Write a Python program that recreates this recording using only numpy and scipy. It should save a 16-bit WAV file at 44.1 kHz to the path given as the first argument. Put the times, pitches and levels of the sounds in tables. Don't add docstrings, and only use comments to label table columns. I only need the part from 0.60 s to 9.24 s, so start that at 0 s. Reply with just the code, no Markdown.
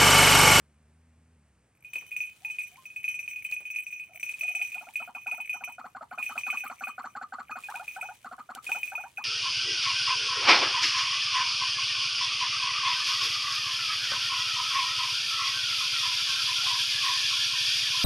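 import sys
import numpy as np
from scipy import signal
from scipy.fft import rfft, irfft
from scipy.io import wavfile
from scipy.ndimage import uniform_filter1d

SR = 44100
rng = np.random.default_rng(int(sys.argv[2]) if len(sys.argv) > 2 else 0)


def to_wav(s):
    ch = np.atleast_2d(s).T
    pcm = np.round(np.clip(ch, -1, 1) * 32767)
    wavfile.write(sys.argv[1], SR, pcm.astype(np.int16))


N = 381024
TIME = np.arange(N) / SR
FREQ = np.maximum(np.arange(N // 2 + 1) * SR / N, 1)

# time in seconds, strength in dB.
WIRE_KNOCKS = [(1.2461, -39.5), (1.3329, -32), (1.3558, -23.5), (1.5155, -30), (1.5638, -21),
               (1.6038, -22.5), (1.8475, -26), (1.8996, -28), (1.9704, -51), (1.9849, -23), (2.0346, -37.5),
               (2.2544, -34), (2.361, -31), (2.4414, -23), (2.4793, -21), (2.5421, -27), (2.5905, -25),
               (2.6773, -24.5), (2.7596, -28), (2.8484, -26), (2.9228, -22), (3.0527, -32), (3.1014, -26.5),
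               (3.1597, -22), (3.2655, -30), (3.3253, -28.5), (3.3972, -30.5), (3.6296, -22),
               (3.692, -23.5), (3.8091, -23.5), (3.8332, -25), (3.8796, -23), (3.9499, -23), (4.0143, -20),
               (4.1178, -32), (4.1435, -26), (4.356, -21.5), (4.5491, -31.5), (4.6678, -25.5),
               (4.7122, -24), (4.802, -28), (4.8943, -22.5), (5.0374, -27.5), (5.5834, -29.5),
               (5.6261, -21.5), (5.7778, -21.5), (5.8656, -26.5), (5.901, -21.5), (5.9718, -21),
               (6.2377, -25.5), (6.9132, -34), (7.0364, -34.5), (7.1551, -31.5), (7.2789, -29),
               (7.4116, -28), (8.0661, -29), (8.117, -17.5), (8.2307, -22), (8.3519, -28), (8.5724, -29)]
# frequency and width in Hz, gain in dB, left minus right in dB.
WIRE_MODES = [(2492, 24, -10, 0), (2350, 250, -5, 0), (3036, 8, -19, 3), (5960, 10, -17, 7),
              (7838, 30, -15, 2), (10480, 90, -18, -4), (11370, 110, -14, -4), (13300, 70, -26, 4),
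              (15445, 45, -20, 10)]


def undb(db):
    return 10 ** (np.asarray(db) / 20)


def unit(x):
    return x / np.sqrt(np.mean(x ** 2) + 1e-20)


def curves(rows):
    times, *columns = np.transpose(rows)
    return [np.interp(TIME, times, column) for column in columns]


def add(track, start_s, sound):
    i = int(np.clip(start_s * SR, 0, N - 1))
    track[i:i + len(sound)] += sound[:N - i]


def band(x, hz, width):
    return signal.lfilter(*signal.iirpeak(hz, hz / width, fs=SR), x)


def colour(x, spectrum):
    hz, db = np.transpose(spectrum)
    return irfft(rfft(x) * unit(undb(np.interp(np.log(FREQ), np.log(hz), db))), N)


def wander(rate_hz):
    knots = rng.standard_normal(2048)
    return np.interp(TIME * rate_hz, np.arange(len(knots)), knots)


def stereo(x, lag, pan_db=0):
    late = irfft(rfft(x) * np.exp(-2j * np.pi * FREQ * lag / SR), N)
    return np.array([late * undb(pan_db / 2), x * undb(-pan_db / 2)])


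def blows(rows, decay_s):
    force = np.zeros(N)
    for start, db in rows:
        add(force, start, undb(db) * np.exp(-TIME[:SR] / decay_s))
    return force


def outdoor_air(level_db=-69):
    # frequency in Hz, relative spectral density in dB.
    spectrum = [(30, -27), (62, -1), (130, 1.5), (250, -8), (1000, -15), (2400, -17), (3600, -27),
                (7000, -25.5), (8400, -17), (10000, -24), (16000, -51)]
    gain = undb(level_db + wander(2.3))
    return gain * unit(colour(stereo(rng.standard_normal(N), lag=1.9), spectrum))


def distant_engine(overtone_db=-8.5):
    # time in seconds, firing rate in Hz, level in dB.
    firing = [(0, 70.3, -65.5), (.4, 80.5, -62), (.75, 77.7, -62.5), (1.3, 49.6, -81)]
    hz, db = curves(firing)
    phase = 2 * np.pi * np.cumsum(hz * (1 + .04 * wander(20))) / SR
    hum = unit(np.sin(phase) + undb(overtone_db) * (np.sin(2 * phase) + np.sin(3 * phase)))
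    return hum * undb(db) * np.clip(2 - TIME, 0, 1)


def bank_echo(x, echo_db, t60_s):
    t = TIME[:SR // 2]
    response = rng.standard_normal((2, len(t))) * np.exp(-np.log(1000) * t / t60_s) * (t > .003)
    response = unit(signal.lfilter(*signal.butter(1, 6000, fs=SR), response)) / np.sqrt(len(t))
    return x + undb(echo_db) * signal.fftconvolve(x, response, axes=1)[:, :N]


def footfalls():
    # time in seconds, level in dB.
    landings = [(1.354, -50.5), (1.42, -56.5), (3.005, -55), (8.09, -47.5), (8.16, -49)]
    thud = unit(band(band(rng.standard_normal(N), 510, 2200), 650, 2200))
    return stereo(blows(landings, decay_s=.018) * thud, lag=2.6)


def scuffle_force(stirs_s=1.24, fidget_db=-77, attack_s=.04, release_s=.22):
    # start in seconds, length in seconds, level in dB.
    bouts = [(1.347, 0.9, -71.5), (2.44, .52, -91), (3.655, .57, -66), (5.603, 0.21, -62.5),
             (7.01, 0.3, -61), (8.054, 0.047, -57.5)]
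    force = undb(fidget_db - 20 * (TIME < stirs_s))
    for start, length, db in bouts:
        rise = np.clip((TIME - start) / attack_s + 1, 0, 1)
        force += undb(db) * rise * np.exp(-np.maximum(TIME - start - length, 0) / release_s)
    return force


def dry_leaves(hiss_db=-2, snap_db=-4, scrape_db=-31, grains_per_s=900):
    # time in seconds, strength in dB.
    snaps = [(1.334, -45), (2.913, -36.5), (3.6287, -40.5), (7.1012, -40.5), (7.5727, -63), (7.95, -31.5),
             (8.115, -40)]
    # frequency in Hz, relative spectral density in dB.
    spectrum = [(200, -6), (1500, -3), (3000, 3.5), (5000, -4.5), (9000, -0.5), (16000, -10)]
    grains = (rng.random(N) < grains_per_s / SR) * undb(3.5 * np.minimum(rng.exponential(size=N), 5))
    crackle = unit(uniform_filter1d(grains, size=40))
    force = scuffle_force() * undb(2.5 * wander(45)) * (undb(hiss_db) + crackle)
    force += undb(snap_db) * blows(snaps, decay_s=.0034)
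    force += undb(scrape_db) * blows(WIRE_KNOCKS, decay_s=.015)
    noise = stereo(rng.standard_normal(N), lag=.46) + rng.standard_normal((2, N))
    return colour(force * unit(noise), spectrum)


def wire_strikes(rebound_s=.037, rebound_db=-8, rebounds=3):
    strikes = []
    next_knocks = [start for start, _ in WIRE_KNOCKS[1:]] + [N / SR]
    scatter = rng.standard_normal((len(WIRE_KNOCKS), rebounds, 2))
    for (start, db), next_knock, chances in zip(WIRE_KNOCKS, next_knocks, scatter):
        strikes.append((start, db))
        for late, louder in chances:
            start += rebound_s * np.exp(.15 * late)
            db += rebound_db
            if start < next_knock - rebound_s / 2:
                strikes.append((start, db + 2 * louder))
    return strikes


def wire_clinks(strikes, gain_db=1, contact_s=.00097, typical_t60_s=.15, hard_db=-25):
    t, out = TIME[:SR // 2], np.zeros(N)
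    ends = [start for start, _ in strikes[1:]] + [N / SR]
    scatter = rng.standard_normal((10 * len(WIRE_KNOCKS), 3))
    for (start, db), end, (detune, cycle, longer) in zip(strikes, ends, scatter):
        damping = .08 * max(db - hard_db, 0)
        t60_s = typical_t60_s * np.exp(.35 * longer - damping)
        decay = np.exp(-np.log(1000) * t / t60_s)
        gate = np.clip(t / contact_s, 0, 1) * np.clip((end - start - t) / contact_s + .5, 0, 1)
        hz = WIRE_MODES[0][0] * (1 + .0044 * detune)
        add(out, start, undb(db + gain_db) * decay * gate * np.sin(2 * np.pi * (hz * t + cycle)))
    return stereo(band(out, 2455, 730), lag=1.5)


def wire_rattle(strikes, chatter_db=-10, flurry_db=-24.5, push_s=.07, sway_s=.17):
    draw = rng.random(N)
    dense, sparse = (unit(1. * (draw < per_s / SR)) for per_s in (700, 70))
    sway = np.max([undb(db) * np.exp(-np.maximum((TIME - knock) / sway_s, (knock - TIME) / push_s))
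                   for knock, db in WIRE_KNOCKS], axis=0)
    contacts = undb(chatter_db) * blows(strikes, decay_s=.012) * dense
    contacts += undb(flurry_db + 5 * wander(25)) * sway * sparse
    out = 0
    for hz, width, db, pan_db in WIRE_MODES:
        ring = band(band(contacts * rng.standard_normal(N), hz, width), hz, 450)
        ring *= np.sqrt(SR / np.pi / width)
        out = out + stereo(undb(db) * ring, lag=2.435, pan_db=pan_db)
    return out


def whistles():
    # time in seconds, pitch in Hz, level in dB.
    contours = [
        [(1.815, 696, -65), (1.865, 902, -60), (1.91, 877, -70)],
        [(2.12, 690, -65), (2.163, 788, -68), (2.185, 1058, -51.5), (2.25, 1029, -76)],
    ]
    out = np.zeros(N)
    for rows in contours:
        hz, db = curves(rows)
        gate = uniform_filter1d(1. * ((TIME > rows[0][0]) & (TIME < rows[-1][0])), size=256)
        out += np.sqrt(2) * gate * undb(db) * np.sin(2 * np.pi * np.cumsum(hz) / SR)
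    return stereo(out, lag=1)


def croak(db, rasp, flap_hz=250, grate_db=-10):
    # frequency in Hz, width in Hz, relative level in dB.
    throat = [(206, 192, -6), (1160, 730, 3), (1954, 88, -12), (4310, 330, -10), (7390, 420, -12)]
    start_hz = 700 + 3 * (db + 40)
    rise = .34 + .011 * (db + 40) + .04 * rng.standard_normal()
    length_s = .037 + .0075 * (1 - rasp) * np.clip((db + 50) / 10, 0, 1)
    t = TIME[:SR // 10]
    progress = t / length_s
    gate = np.clip(t / .003, 0, 1) * np.clip(8 * (1 - progress), 0, 1)
    middle = gate * np.exp(-((progress - .48) / .22) ** 2)

    jitter = unit(band(band(rng.standard_normal(len(t)), 150, 300), 130, 300))
    flap_cycles = np.cumsum(flap_hz * (1 + .2 * jitter)) / SR
    wobble = rasp * middle * (np.sin(2 * np.pi * flap_cycles) + jitter / 3)
    hook = .42 * rasp * np.clip(3 * (progress - .38), 0, 1)
    glide = 1 + rise * np.minimum(progress, 1) + hook
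    pitch = start_hz * glide * (1 + .035 * rng.standard_normal() + .05 * jitter + .14 * wobble)
    phase = 2 * np.pi * np.cumsum(pitch) / SR
    octave = undb(.75 * (db + 39)) * np.exp(-3.5 * progress)
    source = (np.sin(phase) + octave * np.sin(2 * phase)) * gate * (1 + wobble / 2)
    whoop = band(source, 820, 600) + 2.6 * band(band(source, 1310, 400), 1310, 400)

    slaps = np.diff(np.floor(flap_cycles), prepend=0) * middle
    tilt_db_per_octave = .27 * (db + 37.5)
    grate = 0
    for hz, width, level_db in throat:
        ring = unit(band(band(slaps, hz, width), hz, width))
        grate = grate + undb(level_db + tilt_db_per_octave * np.log2(hz / 1000)) * ring
    voice = unit(unit(whoop) + rasp * undb(grate_db) * unit(grate))
    return voice * undb(db) * np.sqrt(length_s / t[-1])


def croak_runs(gain_db=-1.5, group_period_s=.1715, note_fade_db=.86):
    # start in seconds, groups, notes per group, spacing in seconds, rasp (0 clear, 1 harsh).
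    runs = [(3.492, 1, 2, 0.051, 0.18), (3.824, 1, 4, 0.058, 0.12), (4.151, 1, 3, 0.058, 0.4),
            (4.4, 1, 3, 0.074, 0.66), (4.66, 1, 3, .059, 0.46), (4.94, 1, 3, 0.067, 0.49),
            (5.181, 1, 2, 0.06, 0.79), (5.348, 1, 2, 0.06, 0.7), (5.512, 1, 2, .063, 0.71),
            (5.693, 8, 2, .061, 0.83), (7.085, 1, 3, 0.055, 0.12), (7.362, 1, 3, .062, 0.077),
            (7.644, 1, 3, 0.068, 0.93), (7.889, 1, 2, 0.068, 0.93), (8.09, 1, 2, 0.056, 0.18),
            (8.318, 1, 3, .059, 0.14), (8.58, 1, 1, 0.055, 0.35)]
    # time in seconds, vocal effort in dB.
    effort = [(3.49, -59.5), (3.82, -53), (4.15, -49), (4.4, -43.5), (4.94, -45.5), (5.2, -41), (6.05, -38),
              (6.6, -36), (7.4, -39.5), (8.6, -41)]
    out = np.zeros(N)
    for start, groups, notes, spacing, rasp in runs:
        for group, note in np.ndindex(groups, notes):
            onset = start + group * group_period_s + note * spacing
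            db = np.interp(onset, *np.transpose(effort)) - note * note_fade_db
            add(out, onset, croak(db + gain_db, rasp))
    return stereo(out, lag=1)


def scene():
    strikes = wire_strikes()
    wire = bank_echo(wire_clinks(strikes) + wire_rattle(strikes), echo_db=-19, t60_s=.18)
    bird = bank_echo(croak_runs() + whistles() + dry_leaves() + footfalls(), echo_db=-14, t60_s=.13)
    return wire + bird + distant_engine() + outdoor_air()


def record(dry):
    return signal.sosfilt(signal.ellip(8, .2, 70, 16300, fs=SR, output="sos"), dry)


dry = scene()
out = record(dry)
to_wav(out)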